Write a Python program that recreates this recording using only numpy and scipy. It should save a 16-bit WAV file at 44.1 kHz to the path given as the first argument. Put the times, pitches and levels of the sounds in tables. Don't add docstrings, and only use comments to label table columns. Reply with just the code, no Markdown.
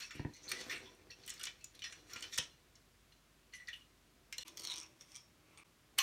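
import sys
import numpy as np
from scipy import signal
from scipy.fft import rfft, irfft
from scipy.io import wavfile

SR = 44100
rng = np.random.default_rng(int(sys.argv[2]) if len(sys.argv) > 2 else 0)


def decibels_to_gain(level_db):
    exponent = np.asarray(level_db, float) / 20
    return 10 ** exponent


def generate_wav(signal):
    frames = np.transpose(np.atleast_2d(signal))
    scaled = np.clip(frames, -1, 1) * 32767
    pcm = np.round(scaled).astype(np.int16)
    wavfile.write(sys.argv[1], SR, pcm)


N = 265482

# start_s, silence_s, fade_in_s
SCENE_CHANGES = [(4.435, 0.013, 0.0037), (5.636, 0.0025, 0.014)]


def rms_one(x):
    return x / np.sqrt(np.mean(x ** 2) + 1e-20)


def in_time(rows, outside):
    s, *columns = np.transpose(rows)
    t = np.arange(N) / SR
    return [np.interp(t, s, column, outside, outside) for column in columns]


def resonance(x, hz, width):
    r = np.exp(-np.pi * width / SR)
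    gain = (1 - r * r) / 2
    return signal.lfilter([gain, 0, -gain], [1, -2 * r * np.cos(2 * np.pi * hz / SR), r * r], x + 1e-18)


def band(x, low_hz, high_hz):
    return signal.sosfilt(signal.butter(2, [low_hz, high_hz], "band", fs=SR, output="sos"), x)


def grains(per_s, spread_db):
    sizes = decibels_to_gain(spread_db * np.minimum(rng.exponential(1, N), 5)) * rng.standard_normal(N)
    return rms_one(sizes * (rng.random(N) < per_s / SR))


def strokes(rows):
    swing_db = 20
    s, rise, fall, db, extra = np.transpose(rows)[:, :, None]
    late = np.arange(0, N, 32) / SR - s
    distance = np.maximum(late / np.maximum(fall, .001), -late / np.maximum(rise, .001))
    levels = db - swing_db * distance
    loudest = np.interp(np.arange(N) / 32, np.arange(late.shape[1]), levels.max(axis=0))
    return np.maximum(loudest, -150), np.repeat(extra[levels.argmax(axis=0), 0], 32)[:N]


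def room_tone():
    # frequency_hz, density_db (per Hz)
    spectrum = [(32, -33), (55, -5), (75, -4.5), (153, -7), (334, -12), (524, -19), (577, -14.5),
                (863, -19.5), (972, -16), (2830, -18.5), (5900, -22.5), (16000, -31)]
    hum_hz, hum_db, hum_late_db = 48.2, -74.5, -82
    hz, points, t = np.fft.rfftfreq(N, 1 / SR) + 1, np.array(spectrum), np.arange(N) / SR
    shape = decibels_to_gain(np.interp(np.log(hz), np.log(points[:, 0]), points[:, 1]))
    air = rms_one(irfft(rfft(rng.standard_normal(N)) * shape, N))
    drift = np.cumsum(rng.standard_normal(N)) * 0.008
    hum = np.sqrt(2) * np.sin(2 * np.pi * hum_hz * t + drift)
    return decibels_to_gain(-70) * air + decibels_to_gain(np.where(t < SCENE_CHANGES[0][0], hum_db, hum_late_db)) * hum


def rubbing_force():
    # loudest_s, rise_s, fall_s, level_db, favoured_hz
    rubs = [(0.0, .01, 0.13, -44.5, 4350), (.16, 0.12, 0.14, -54.5, 2200), (.43, 0.13, 0.14, -59, 5000),
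            (.53, .1, 0.3, -47.5, 2290), (.63, 0.34, 0.34, -49.5, 2480), (.95, .3, 0.45, -68.5, 1900),
            (.76, 0.16, 0.15, -48, 2440), (.712, 0.032, 0.12, -43, 2200), (.86, .1, .08, -60, 2600),
            (1.14, .06, .4, -69, 3495), (1.34, 0.24, 0.39, -54, 4180), (1.46, 0.25, 0.13, -55.5, 3430),
            (1.62, .1, .15, -66, 5670), (1.755, 0.023, 0.041, -56, 3400), (1.86, 0.065, 0.28, -53, 3280),
            (1.93, .05, 0.14, -60, 3400), (2.11, 0.058, .2, -49.5, 3600), (2.16, 0.1, 0.16, -51, 3330),
            (2.25, .05, 0.15, -53, 3100), (2.34, 0.042, 0.18, -45.5, 4200), (2.43, .1, 0.11, -52, 3250)]
    # loudest_s, rise_s, fall_s, level_db, favoured_hz
    rattles = [(3.538, .004, 0.2, -58.5, 5500), (3.684, .015, .1, -64, 2600),
               (3.736, .03, .04, -58.5, 2900), (3.76, .02, 0.13, -63, 2900), (4.326, .003, .09, -67, 4500),
               (4.431, 0.067, 0.0021, -43.5, 3740), (4.479, 0.034, 0.044, -51, 4570),
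               (5.984, 0.005, 0.029, -27, 2980), (5.992, .005, .6, -34, 4000)]
    rub_low_db, rub_high_db, rattle_low_db, rattle_high_db = -6.5, -11.5, -6, -10.5
    middle, favoured_hz = strokes(rubs + rattles)
    loose = np.arange(N) / SR > rattles[0][0] - .5
    low = middle + np.where(loose, rattle_low_db, rub_low_db) - 6 * np.log2(favoured_hz / 3000)
    high = middle + np.where(loose, rattle_high_db, rub_high_db + .4 * (middle + 52))
    slips = grains(5000, 1.7)
    force = [slips, slips, grains(3600, 1.7)] * decibels_to_gain([low + 4, middle + 3, high + 17])
    return force, np.log(favoured_hz), loose


def impacts():
    # start_s, peak_db, ring_hz, sharpness_db
    ticks = [(0.0044, -35.5, 4620, -15.5), (0.5155, -24.5, 2000, -5), (1.262, -50, 5900, 1),
             (1.2931, -36, 6300, -16), (1.3375, -40, 5630, -13), (1.4366, -30, 4440, -18),
             (1.4532, -31.5, 6000, -15), (1.4691, -26, 3100, -32), (1.6419, -41, 6100, -4),
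             (1.7495, -48.5, 3600, -14), (2.206, -40, 1900, -21), (2.381, -20.5, 5200, -36),
             (3.5464, -42.5, 1880, -31), (4.3248, -30, 2840, -15), (4.3804, -29, 4550, -12.5),
             (5.985, -15, 2900, -12.5)]
    # start_s, peak_db, ring_hz, sharpness_db
    taps = [(0.024, -38.5, 4020, -22), (0.364, -49, 6180, -25), (0.489, -46, 4530, 1),
            (0.609, -40.5, 1890, -13), (1.234, -45.5, 4540, -35), (1.2999, -34.5, 7550, -12),
            (1.4106, -36, 3100, -19), (1.4314, -41, 3010, -7), (1.6087, -58, 2570, -27),
            (1.7907, -47, 3360, -14), (1.8193, -32.5, 3240, -29), (1.923, -37.5, 2850, -46),
            (2.1322, -36.5, 3060, -30), (2.2228, -32, 3170, -22), (2.2372, -35, 2730, -39),
            (2.3261, -38, 3300, -44), (2.3762, -29, 1860, -7), (2.7535, -49.5, 5700, -25),
            (3.1195, -54.5, 2840, -32), (3.5345, -42.5, 2000, -18.5), (3.7313, -42, 2880, -23),
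            (4.334, -47, 5060, -16), (5.982, -45, 6890, -19)]
    # start_s, peak_db, ring_hz, sharpness_db
    slips = [(0.1063, -38.5, 1490, -22), (0.337, -59, 4400, -7), (0.4982, -40.5, 4170, -8),
             (0.6953, -34.5, 1870, -21), (0.7206, -38, 1850, -16), (0.857, -52, 2870, -36),
             (0.9494, -79, 1660, -4), (1.1063, -46.5, 4830, -23), (1.2761, -41, 2900, -6.5),
             (1.394, -42, 3150, -13), (1.8385, -32, 3630, -31), (2.0954, -49.5, 3100, -24),
             (2.159, -38, 2820, -30), (3.6725, -51, 4460, -24), (3.682, -41, 1930, -20.5)]
    tick_t60_s, tap_t60_s, slip_t60_s = 0.029, 0.049, 0.086
    touches = ticks + taps + slips
    t60 = np.repeat([tick_t60_s, tap_t60_s, slip_t60_s], [len(ticks), len(taps), len(slips)])
    t = np.arange(SR // 5) / SR
    noise = rng.standard_normal((len(touches), len(t)))
    chatter = noise * decibels_to_gain(-60 * t / np.clip(t60, .004, .3)[:, None]) * np.minimum(t / 0.0016, 1)
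    return np.transpose(touches), chatter


def board():
    # frequency_hz, width_hz, level_db
    distinct = [(1870, 150, -1), (2480, 47, 9), (2880, 78, 5.5), (3440, 123, -5), (4110, 24, 3),
                (4350, 73, -1.5), (5417, 43, -2), (5392, 103, 0.5), (5820, 75, 2.5), (6050, 104, -4),
                (6910, 140, -13.5)]
    # frequency_hz, width_hz, level_db
    crowded = [(1100, 370, -1.5), (2305, 760, 6), (3830, 3360, -7), (6386, 2600, -7), (8360, 800, -13),
               (9250, 4100, -15), (10540, 3800, -15.5), (14500, 1700, -12)]
    modes = distinct + crowded
    rubs, favoured, loose = rubbing_force()
    (s, peak_db, ring_hz, high_db), chatter = impacts()
    t = np.arange(chatter.shape[1]) / SR
    crack = chatter * decibels_to_gain(-60 * t / 0.48)
    low_db = -15 - 3 * np.log2(ring_hz / 3000)
    luck = rng.standard_normal((len(s), len(modes)))
    wander = 4.5 * rng.standard_normal((len(modes), 400))
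    wander_at = np.arange(N) / SR / .04
    loose_and_after = np.append(loose, np.ones(len(t)))
    groups = np.zeros((3, N + len(t)))
    for k, (hz, width, db) in enumerate(modes):
        group = (hz > 2600) + (hz > 6400)
        near_rub_db = np.exp(-((np.log(hz) - favoured) / 0.074) ** 2)
        rub_gain = decibels_to_gain(np.interp(wander_at, np.arange(400), wander[k]) + near_rub_db)
        force = np.append(rubs[group] * rub_gain, 0 * t)
        near_db = 6 * np.exp(-(np.log(hz / ring_hz) / 0.19) ** 2)
        light_db = -14 * max(np.log2(1900 / hz), 0) * (ring_hz > 1600)
        group_db = [low_db + 8, 0, high_db + 21.5][group]
        strength = decibels_to_gain(peak_db + near_db + light_db + group_db + 3.54 * luck[:, k])
        bursts = crack if group == 2 else chatter
        for at, gain, burst in zip((s * SR).astype(int), strength, bursts):
            force[at:at + len(t)] += gain * burst
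        if k >= len(distinct) and group < 2:
            force = force * decibels_to_gain(-2.5 * loose_and_after)
        groups[group] += (-1) ** k * decibels_to_gain(db) * resonance(force, hz, max(width, 60))
    out = band(groups[0], 380, 3040) + band(groups[1], 2640, 10900) + band(groups[2], 3500, 11400)
    return out[:N]


def bench():
    # start_s, peak_db, knock_db (relative), panel_db (relative)
    bumps = [(0.152, -47.5, -26, 4.5), (0.166, -54, -24, 7), (0.195, -32.5, -12.5, 1.5),
             (0.249, -30.5, -12.5, 2), (0.294, -48, -15, 3.5), (2.386, -42.5, 1, -1.5),
             (2.16, -57.5, 1, 10), (4.389, -59, 4.5, -6), (4.455, -68, -2, 13)]
    # frequency_hz, level_db, t60_s
    wood_modes = [(116, -14, 0.075), (144.4, 3.5, 0.074), (286, 1, 0.027), (324, -6.5, 0.053),
                  (550, -11.5, 0.039), (972, -11.5, 0.035), (1850, -6.5, 0.014)]
    # time_s, pressure_db
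    slide = [(0.0, -76), (0.35, -77.5), (0.53, -61.5), (0.74, -60), (0.87, -66.5), (1.16, -73.5),
             (1.69, -79), (2.04, -70.5), (2.31, -71.5), (2.75, -81.5), (3.3, -84), (4.43, -81),
             (4.58, -67.5), (4.93, -77), (5.21, -82.5), (5.6, -73), (5.77, -87.5), (6.02, -71)]
    out = np.zeros(N)
    for hz, db, t60 in wood_modes:
        clicks, r, w = np.zeros(N), decibels_to_gain(-60 / (t60 * SR)), 2 * np.pi * hz / SR
        for s, peak_db, knock_db, panel_db in bumps:
            delay = 0.26 / hz
            mode_db = knock_db + 13.5 if hz > 500 else panel_db * (hz > 200)
            clicks[round((s + delay) * SR)] = -decibels_to_gain(peak_db - 4 + db + mode_db)
        out += signal.lfilter([0, np.sin(w)], [1, -2 * r * np.cos(w), r * r], clicks + 1e-18)
    pressure_db, = in_time(slide, -150)
    rumble_db = -76 + 0.61 * (pressure_db + 76)
    skin = grains(600, 2.45)
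    panel = resonance(skin, 343, 110) + 0.46 * resonance(skin, 306, 113) + 0.16 * resonance(skin, 474, 230)
    rumble = rms_one(band(grains(330, 1.5), 70, 160))
    return out + decibels_to_gain(pressure_db + 1) * rms_one(panel) + decibels_to_gain(rumble_db - 2.5) * rumble


def singing():
    # start_s, length_s, pitch_hz, level_db
    rubbed = [(0.097, 0.034, 1428, -64), (0.505, 0.099, 1980, -58), (1.101, 0.03, 4350, -65),
              (1.1, 0.04, 4400, -77), (1.4, 0.038, 1432, -64), (1.278, 0.028, 1915, -61.5),
              (1.466, 0.026, 1910, -66), (1.602, 0.042, 4260, -79), (3.534, 0.039, 6050, -65),
              (3.526, 0.025, 4260, -72), (3.67, 0.014, 4450, -65), (3.682, 0.038, 2350, -65),
              (5.14, .05, 2350, -71.5), (5.583, 0.046, 2350, -71), (5.992, 0.019, 2370, -56),
              (.01, 0.15, 5540, -62), (0.335, 0.057, 6040, -67), (0.331, 0.077, 4200, -68),
              (0.431, 0.14, 6200, -63), (0.476, 0.066, 4240, -55.5), (.695, 0.027, 1870, -52.5),
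              (1.113, 0.012, 2720, -63), (1.61, 0.043, 2630, -74), (3.528, 0.12, 1946, -67.5),
              (3.682, 0.026, 1870, -57), (3.728, 0.035, 2880, -60.5), (3.806, 0.022, 2880, -70.5),
              (5.983, 0.026, 1100, -48), (6.3, 0.039, 5100, -72), (5.99, 0.099, 6150, -46)]
    # start_s, length_s, pitch_hz, level_db
    struck = [(1.107, .03, 5550, -65), (1.1, .02, 1900, -68.5), (1.278, .02, 3000, -59.5),
              (1.468, .015, 3000, -57), (1.85, 0.028, 5250, -58.5), (.02, .03, 2600, -60.5),
              (.005, .05, 4230, -59.5), (.35, .05, 2100, -72.5), (3.536, 0.013, 2000, -58.5),
              (4.325, .02, 2140, -59), (4.327, .03, 5540, -62), (4.326, .02, 2850, -59),
              (4.383, .012, 2900, -57), (3.54, .05, 2900, -69), (3.681, .015, 1870, -57),
              (3.731, .015, 2900, -59), (5.17, .1, 5500, -70), (5.58, .03, 8800, -70),
              (3.6, .06, 1950, -68), (3.69, .04, 3500, -66), (5.985, .02, 800, -58), (4.48, .03, 1020, -71),
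              (2.325, .05, 3600, -58), (2.33, .05, 5700, -57), (2.358, .02, 6900, -63),
              (1.82, .015, 3000, -54.5), (2.385, .02, 3050, -46), (1.84, 0.037, 1880, -58),
              (1.47, .03, 2350, -58), (.86, .04, 1000, -72), (2.226, .03, 3050, -55),
              (.858, .03, 3400, -65), (4.41, 0.0237, 3500, -60.5), (2.13, 0.056, 1400, -66)]
    out, drive = np.zeros(N + SR), np.tile(grains(3000, 1.8), 2)
    for k, (start, length, hz, db) in enumerate(rubbed + struck):
        at = int(start * SR)
        t = np.arange(int((length + 0.037) * SR)) / SR
        contact = decibels_to_gain(-12 * t / length) * (t < length) * np.minimum(t / 0.0028, 1)
        first_touch = 14.0 * (t == 0) * (k >= len(rubbed))
        force = drive[at:][:len(t)] * contact + first_touch
        tone = resonance(force, hz, 68 * (hz / 2000) ** 1.1)
        out[at:][:len(t)] += decibels_to_gain(db) * rms_one(resonance(tone, hz, hz / 2.0))
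    return out[:N]


def snaps():
    # start_s, peak_db, centre_hz, t60_s
    contacts = [(.515, -37, 9000, .015), (.6125, -43, 7000, .015), (.95, -58, 9000, .012),
                (1.263, -46, 8000, .015), (1.278, -41, 8500, .012), (1.296, -37, 8000, .01),
                (1.302, -33.5, 7450, 0.013), (1.379, -48, 4000, .015), (1.412, -41, 5000, .012),
                (1.432, -44, 7000, .01), (1.4372, -33, 6400, 0.011), (1.452, -43, 10000, 0.013),
                (1.6432, -39, 6500, .015), (1.792, -45, 3600, .012), (2.103, -53, 7000, 0.011),
                (2.112, -50, 5000, .012), (2.134, -40, 5500, 0.014), (2.162, -43, 6000, 0.01),
                (2.171, -48, 7000, .015), (2.207, -47, 8000, .015), (2.225, -40, 7400, 0.021),
                (2.379, -40, 1470, 0.026), (2.3835, -25, 5700, 0.022), (2.386, -25, 3270, 0.021),
                (2.386, -32.5, 9000, 0.022), (3.526, -56, 3300, .015), (3.673, -46, 4300, .015),
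                (4.326, -37, 6000, .015), (4.333, -42, 5500, .012), (4.382, -36.5, 7000, .015),
                (5.9886, -18, 2880, 0.019), (5.986, -27, 8500, .015), (5.987, -31, 12000, .03),
                (4.382, -44, 14500, .015), (2.134, -46, 14000, .03)]
    out, t = np.zeros(N + SR), np.arange(SR // 20) / SR
    noises = rng.standard_normal((len(contacts), len(t)))
    for (s, peak_db, hz, t60), noise in zip(contacts, noises):
        decay = noise * decibels_to_gain(-60 * t / max(t60, .003))
        burst = resonance(resonance(decay, hz, hz / 2.54), hz, hz / 2.2)
        out[round(s * SR):][:len(t)] += decibels_to_gain(peak_db) * burst / np.abs(burst).max()
    return out[:N]


def turns():
    # start_s, peak_db
    catches = [(4.48, -37.5), (4.572, -35), (4.5764, -39), (4.594, -38), (4.5976, -37), (4.6074, -39),
               (4.6192, -40), (4.634, -38), (4.6384, -38), (4.643, -37), (4.6498, -30.5), (4.6717, -29.5),
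               (4.6844, -38), (4.6987, -36), (4.7024, -43), (4.7064, -39), (4.7126, -35), (4.7174, -35),
               (4.7224, -36), (4.7318, -35.5), (4.7386, -33), (4.7581, -34), (4.7647, -38), (4.7744, -38),
               (4.7804, -36), (4.7854, -36), (4.7996, -38), (4.8124, -38.5), (4.8304, -43), (4.8619, -44),
               (5.009, -43), (5.0204, -44.5), (5.1176, -43), (5.1454, -45), (5.1537, -35.5),
               (5.1603, -34.5), (5.1684, -38), (5.574, -45)]
    run_start_s, run_end_s, turn_s = 4.577, 4.835, 0.0088
    s = np.arange(run_start_s, run_end_s, turn_s)
    luck = rng.standard_normal((80, 2))[:len(s)]
    drops = list(zip(s + .3 * turn_s * luck[:, 0], -48 + luck[:, 1]))
    return [(s, db, max(-9.5 - 52 * max(s - run_start_s, 0), -37)) for s, db in catches + drops]


def coil_drag():
    # frequency_hz, width_hz, level_db
    coil_modes = [(1100, 390, -10), (2350, 750, -8), (3330, 650, -5.5), (5500, 710, -2), (6000, 840, -10),
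                  (7570, 620, -12), (8850, 360, -6.5), (11500, 360, -13.5), (13900, 740, -18),
                  (15000, 1200, -23), (4720, 1400, -9)]
    # time_s, pitch_hz, level_db
    free_wire = [(4.57, 4970, 1), (4.6, 4600, 2.5), (4.65, 4220, 8), (4.68, 4130, 11), (4.72, 3790, 14.5),
                 (4.75, 4570, 3), (4.78, 4930, 1), (4.81, 5200, -10)]
    # loudest_s, rise_s, fall_s, level_db, low_modes_db (relative)
    drags = [(4.455, .01, .14, -61, 6), (5.03, .01, .02, -53, -10), (4.572, 0.016, 0.084, -42.5, -12),
             (4.64, .2, 0.38, -49.5, -8.5), (4.724, 0.19, 0.2, -47, -3.5), (4.84, 0.28, 0.029, -52, -2.5),
             (5.012, 0.029, 0.025, -46.5, -12), (5.085, .02, .08, -59, -20), (5.164, .2, 0.06, -47, -14),
             (5.25, .05, .1, -71, -2), (5.575, .005, 0.1, -56, 0.5), (5.56, 0.17, .02, -64.5, 2.5)]
    t, slips = np.arange(SR // 40) / SR, grains(5000, 0.97)
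    rub_db, low_db = strokes(drags)
    drops = turns()
    bursts = rng.standard_normal((len(drops), len(t))) * decibels_to_gain(-60 * t / 0.009) * np.minimum(t / 0.00075, 1)
    bursts /= np.abs(bursts).max(axis=1, keepdims=True)
    luck = rng.standard_normal((len(drops), len(coil_modes) + 1))

    def force(k, hz):
        out = slips * decibels_to_gain(rub_db - 1 + (low_db + 16.5) * (hz < 3000))
        for (s, peak_db, top_db), burst, own in zip(drops, bursts, luck[:, k]):
            mode_db = (top_db + 13.5) * (hz > 10000) - 7.3 * (hz < 3000)
            out[round(s * SR):][:len(t)] += decibels_to_gain(peak_db + 14.5 + mode_db + 1.6 * own) * burst
        return out

    out = np.zeros(N)
    for k, (hz, width, db) in enumerate(coil_modes):
        out += decibels_to_gain(db) * resonance(resonance(force(k, hz), hz, 1.38 * width), hz, width)
    wire_hz, wire_db = in_time(free_wire, -150)
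    turning = np.exp(2j * np.pi * np.cumsum(wire_hz) / SR)
    r = np.exp(-np.pi * 400 / SR)
    slow = signal.lfilter([1 - r], [1, -r], force(-1, 4000) * decibels_to_gain(wire_db - 6) / turning)
    return out + 2 * np.real(signal.lfilter([1 - r ** 3], [1, -r ** 3], slow) * turning)


def room(x):
    t60_s, tail_db = 0.2, -9
    t = np.arange(SR // 2) / SR
    tail = band(rng.standard_normal(len(t)), 227, 6370) * decibels_to_gain(-60 * t / t60_s) * (t > .004)
    return decibels_to_gain(tail_db) * signal.fftconvolve(x, tail / np.sqrt(np.sum(tail ** 2)))[:N]


def scene():
    air = room_tone()
    near = board() + bench() + singing() + snaps() + coil_drag()
    shots = np.split(near, [int(s * SR) for s, silence, fade in SCENE_CHANGES])
    tails = np.concatenate([room(shot)[:len(shot)] for shot in shots])
    return (near + tails + air)[None]


def band_limit(x):
    return signal.sosfilt(signal.butter(12, 15900, fs=SR, output="sos"), x)


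def record(dry):
    t, gain = np.arange(N) / SR, np.ones(N)
    for s, silence, fade in SCENE_CHANGES:
        gain = gain * np.where(t < s, 1, np.clip((t - s - silence) / fade, .03, 1))
    heard = signal.sosfilt(signal.butter(4, [45, 18500], "band", fs=SR, output="sos"), dry)
    return band_limit(heard * gain)


dry = scene()
out = record(dry)
generate_wav(out)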